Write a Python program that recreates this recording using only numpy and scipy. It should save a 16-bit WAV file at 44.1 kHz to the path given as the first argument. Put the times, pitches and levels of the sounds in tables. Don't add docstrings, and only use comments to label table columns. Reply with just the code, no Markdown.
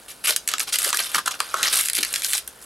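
import sys
import numpy as np
from scipy import signal
from scipy.fft import rfft, irfft, next_fast_len
from scipy.io import wavfile
from scipy.ndimage import uniform_filter1d

SR = 44100
rng = np.random.default_rng(int(sys.argv[2]) if len(sys.argv) > 2 else 0)


def boost_factor(decibels):
    exponent = np.asarray(decibels, float) / 20
    return 10 ** exponent


def dump_mix(stems):
    frames = np.atleast_2d(stems).T
    limited = np.clip(frames, -1, 1)
    pcm = np.round(limited * 32767).astype(np.int16)
    wavfile.write(sys.argv[1], SR, pcm)


N = 116865

# centre_hz, spread_octaves, ring_cycles, snap_db (added to the level of single snaps)
SHELL = (3529, 0.6677, 4.5, -5)
FILM = (10470, 0.25, 5.65, 4.1)
BUBBLE = (1390, 0.16, 7, -3)
CARD = (650, 0.58, 2.5, -3)
CARD_DB = -7


def unit(x):
    return x / np.sqrt(np.mean(x ** 2) + 1e-20)


def along(points, hz):
    f, v = np.transpose(points)
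    return np.interp(np.log(hz + 1), np.log(f + 1), v)


def filtered(x, response):
    m = next_fast_len(N + 8192)
    return irfft(rfft(x, m) * response(np.fft.rfftfreq(m, 1 / SR)), m)[..., :N]


def grains(start_s, hz, cycles, size, count=400):
    t = np.arange(count) / SR
    turns = np.clip(hz, 50, SR / 2.5)[:, None] * t
    rise = 1 - np.exp(-turns / 0.5)
    rows = size[:, None] * np.sin(2 * np.pi * turns) * np.exp(-2 * turns / cycles) * rise
    at = np.round(start_s * SR).astype(int)[:, None] + np.arange(count)
    return np.bincount(at.ravel(), rows.ravel(), N + SR)[:N]


def air():
    # [dB, relative]
    air_colour = [(41, -34), (70, -4), (511, -1.5), (900, -4), (1260, -9.5), (14500, -20)]
    # pitch_hz [Hz], likeness [0 to 1]
    air_alike = [(60, .99), (1000, 0.6), (10000, 0.85)]
    air_db, hum_db = -52, -64.5
    hum_hz, hum_half_width_hz = 51.8, 10.6

    def colour(hz):
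        angle = np.arccos(np.clip(along(air_alike, hz), 0, 1)) / 2
        return boost_factor(along(air_colour, hz)) * [np.cos(angle), np.sin(angle)]

    mid, side = filtered(rng.standard_normal((2, N)), colour)
    hiss = unit(np.array([mid + side, mid - side]))
    hum = filtered(rng.standard_normal(N), lambda hz: 1 / (1 + ((hz - hum_hz) / hum_half_width_hz) ** 4))
    return boost_factor(air_db) * hiss + boost_factor(hum_db) * unit(hum)


def tearing():
    # shell_db [dB], bubble_db [dB], film_db [dB]
    bursts = [(0.082, 0.04, -42.5, -61, -43), (0.239, 0.022, -25.5, -38.5, -25.5),
              (0.269, 0.04, -20, -29.5, -22), (0.304, 0.034, -29.5, -41, -34),
              (0.484, 0.066, -34.5, -41.5, -53), (0.592, 0.04, -33, -36, -31),
              (0.669, 0.031, -32.5, -44, -39), (0.722, 0.038, -21.5, -35.5, -25.5),
              (0.784, 0.049, -29.5, -37, -30), (0.833, 0.072, -28, -32.5, -27.5),
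              (0.93, 0.039, -33, -35.5, -32.5), (0.986, 0.02, -22.5, -29, -27),
              (1.01, 0.064, -32.5, -41.5, -34), (1.083, 0.065, -39, -45, -39.5),
              (1.14, 0.026, -25, -32, -26.5), (1.176, 0.015, -26.5, -52, -31),
              (1.256, 0.02, -29.5, -29.5, -34.5), (1.308, 0.01, -25.5, -31.5, -31.5),
              (1.331, 0.027, -38, -37.5, -47), (1.389, 0.25, -42.5, -43, -47.5),
              (1.562, 0.07, -33.5, -32, -41.5), (1.626, 0.06, -20.5, -28.5, -31.5),
              (1.695, 0.035, -31, -38, -32), (1.724, 0.019, -20.5, -27, -21),
              (1.747, 0.065, -24.5, -32.5, -23.5), (1.812, 0.067, -34, -52, -30.5),
              (1.945, 0.02, -25.5, -67, -23.5), (1.978, 0.011, -21, -31.5, -23.5),
              (2.005, 0.012, -32, -39, -29), (2.06, 0.15, -38.5, -45, -39),
              (2.228, 0.04, -28.5, -65, -29.5), (2.28, 0.094, -33, -72.5, -28.5),
              (2.33, 0.028, -24, -42, -36), (2.353, 0.04, -35.5, -53, -34.5),
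              (2.613, 0.029, -58, -67, -46.5)]
    attack_s, release_s = 0.0036, 0.0041
    rustle_db = -53.5
    sizes_db, clumps_db = 2, 1.7

    start_s, length_s, shell_db, bubble_db, film_db = np.transpose(bursts)[..., None]
    t = np.arange(N) / SR
    rise = np.clip((t - start_s) / attack_s, 0, 1)
    shape = rise * np.exp(-np.clip(t - start_s - length_s, 0, 1) / release_s)

    when = np.sort(rng.uniform(0, N / SR, 12000))
    clumps = np.repeat(rng.standard_normal(1000), 12)
    strength = boost_factor(sizes_db * rng.exponential(1, len(when)) + clumps_db * clumps)

    out = 0
    parts = ((shell_db, SHELL), (bubble_db, BUBBLE), (film_db, FILM), (bubble_db + CARD_DB, CARD))
    for level_db, (hz, spread, cycles, _) in parts:
        place, push = rng.standard_normal((2, len(when)))
        size = strength * push * 2 ** (spread * place / 2)
        cracks = grains(when, hz * 2 ** (spread * place), cycles, size, count=320)
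        even = cracks / np.abs(uniform_filter1d(cracks ** 2, size=900)) ** 0.4
        loudness = (boost_factor(level_db) * shape).max(axis=0) + boost_factor(rustle_db)
        out = out + unit(even) * loudness
    return out


def room(x):
    # pitch_hz [Hz], fade_s [s]
    fade_times = [(300, 0.23), (1500, 0.12), (5000, 0.19), (12000, 0.089)]
    # [dB, relative]
    side_level = [(200, -14), (1000, -16), (4000, -3.5), (8000, -15.5)]
    out, step = np.zeros((2, N + SR)), SR // 8
    for start in range(0, N, step):
        hz, t, z = signal.stft(rng.standard_normal((2, SR // 3)), SR, nperseg=256)
        fade = boost_factor(-60 * t / along(fade_times, hz)[:, None])
        tail = signal.istft(z * fade, SR, nperseg=256)[1]
        wet = signal.fftconvolve(x[None, start:start + step], tail / np.linalg.norm(tail[0]), axes=1)
        out[:, start + 60:][:, :wet.shape[1]] += wet
    mid = out[0, :N]
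    side = filtered(out[1, :N], lambda hz: boost_factor(along(side_level, hz)))
    return np.array([mid + side, mid - side])


def snaps():
    # start_s [s], shell_db [dB], film_db [dB]
    shell_snaps = [(0.2587, -16, -26), (0.3623, -6, -9.5), (0.476, -9, -11.5), (0.4881, -8.5, -15),
                   (0.5162, -18, -26), (0.5376, -8, -21.5), (0.5821, -13, -27), (0.596, -14.5, -16),
                   (0.6023, -5, -31), (0.7863, -11, -10.5), (0.84, -20, -21), (0.8475, -8, -26),
                   (0.9289, -5.5, -24), (0.946, -13, -18.5), (0.9716, -9.5, -15), (1.147, -5, -24),
                   (1.2788, -7.5, -19.5), (1.403, -6, -18.5), (1.5419, -12.5, -25.5), (1.6297, -3.5, -16),
                   (1.7554, -21, -20), (1.771, -17, -12), (1.8106, -18, -13.5), (1.8572, -14.5, -17),
                   (1.8853, -11, -16), (1.8986, -10, -14.5), (1.9329, -14, -16), (1.9691, -10.5, -19),
                   (2.0296, -7, -19), (2.0321, -5.5, -18), (2.0489, -8.5, -18), (2.139, -6, -18),
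                   (2.1525, -16, -20), (2.159, -6, -18), (2.2204, -13.5, -23.5), (2.2465, -7, -17.5),
                   (2.3331, -7.5, -10.5), (2.3794, -14, -18), (2.4764, -20.5, -20)]
    # start_s [s], level_db [dB], pitch_hz [Hz]
    bubble_pops = [(0.537, -15.5, 1390), (0.677, -23.5, 950), (0.928, -16.5, 1150), (0.943, -17.5, 1420),
                   (1, -17, 2220), (1.146, -15, 1610), (1.154, -12.5, 1350), (1.182, -14, 1255),
                   (1.189, -16, 1350), (1.276, -11.5, 1260), (1.311, -35, 1350), (1.403, -11.5, 1290),
                   (1.541, -8.5, 1304)]
    # start_s [s], level_db [dB]
    film_ticks = [(0.8193, -24), (0.829, -16), (0.844, -15), (2.129, -20), (2.181, -28), (2.195, -25),
                  (2.263, -21), (2.276, -24), (2.295, -38), (2.301, -27)]
    delay_s, fade_db = 0.001, 0.5

    snap_s, shell_db, film_db = np.transpose(shell_snaps)
    pop_s, pop_db, pop_hz = np.transpose(bubble_pops)
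    tick_s, tick_db = np.transpose(film_ticks)
    bubble = (pop_hz[:, None], *BUBBLE[1:])
    events = ((snap_s, shell_db, SHELL), (snap_s, film_db, FILM), (tick_s, tick_db, FILM),
              (pop_s, pop_db, bubble), (pop_s, pop_db + CARD_DB, CARD))
    out = 0
    for start_s, level_db, (hz, spread, cycles, snap_db) in events:
        draw = rng.standard_normal((len(start_s), 2, 12))
        late = rng.exponential(1, (len(start_s), 12)) ** 1.3
        place = np.linspace(-1.7, 1.7, 12) + 0.15 * draw[:, 0]
        size = boost_factor(level_db[:, None] + snap_db - fade_db * late)
        size = size * np.sign(draw[:, 1]) * 2 ** (spread * place / 2)
        when = start_s[:, None] + delay_s * late
        tones_hz = hz * 2 ** (spread * place)
        out = out + grains(when.ravel(), tones_hz.ravel(), cycles, size.ravel(), count=900)
    return out


def bumps():
    # start_s [s], level_db [dB, before a cut of 5 dB per tone], pitch_hz [Hz]
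    table_bumps = [(0.293, -16.5, 510), (0.858, -16, 540), (1.147, -22.5, 208), (1.978, -16, 347),
                   (2.013, -24, 310)]
    start_s, level_db, hz = np.transpose(table_bumps)
    draw = rng.standard_normal((len(start_s), 2, 10))
    when = start_s[:, None] + rng.uniform(0, 0.01813, (len(start_s), 10))
    tones_hz = hz[:, None] * 2 ** (0.3 * draw[:, 0])
    size = boost_factor(level_db[:, None] - 5) * np.sign(draw[:, 1])
    return grains(when.ravel(), tones_hz.ravel(), 3, size.ravel(), count=2000)


def creaks():
    start_s, length_s, resonance_hz = 1.557, 0.065, 1360
    first_rate, last_rate = 165, 140
    first_db, last_db = -21, -11
    u, draw = np.linspace(0, 1, 11), rng.standard_normal((3, 11))
    gaps = (1 + 0.045 * draw[0]) / (first_rate + (last_rate - first_rate) * u)
    late = (np.cumsum(gaps) - gaps[0]) * length_s / gaps.sum()
    size = boost_factor(first_db + (last_db - first_db) * u + draw[1])
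    return grains(start_s + late, resonance_hz * (1 + 0.03 * draw[2]), 4.5, size, count=800)


def scene():
    # pitch_hz [Hz], lead [radians, negative means it lags]
    port_lead = [(690, -0.5), (1890, -0.85), (4050, -0.034), (8000, -0.25)]
    # pitch_hz [Hz], level_db [dB]
    mic_tone = [(20, -17), (150, -12), (6500, 1), (11500, 1.5), (15000, -10.5)]
    room_db = -8.5
    pack = tearing() + snaps() + bumps() + creaks()
    direct = filtered(pack, lambda hz: np.exp(0.5j * along(port_lead, hz) * [[1], [-1]]))
    close = filtered(direct + boost_factor(room_db) * room(pack), lambda hz: boost_factor(along(mic_tone, hz)))
    return close + air()


def low_pass(x):
    return signal.sosfilt(signal.butter(12, 16980, fs=SR, output="sos"), x)


def record(dry):
    top_hz = 15900
    x = filtered(dry, lambda hz: hz < top_hz)
    clipped = x / (1 + np.abs(x) ** 4) ** (1 / 4)
    return low_pass(clipped)


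dry = scene()
out = record(dry)
dump_mix(out)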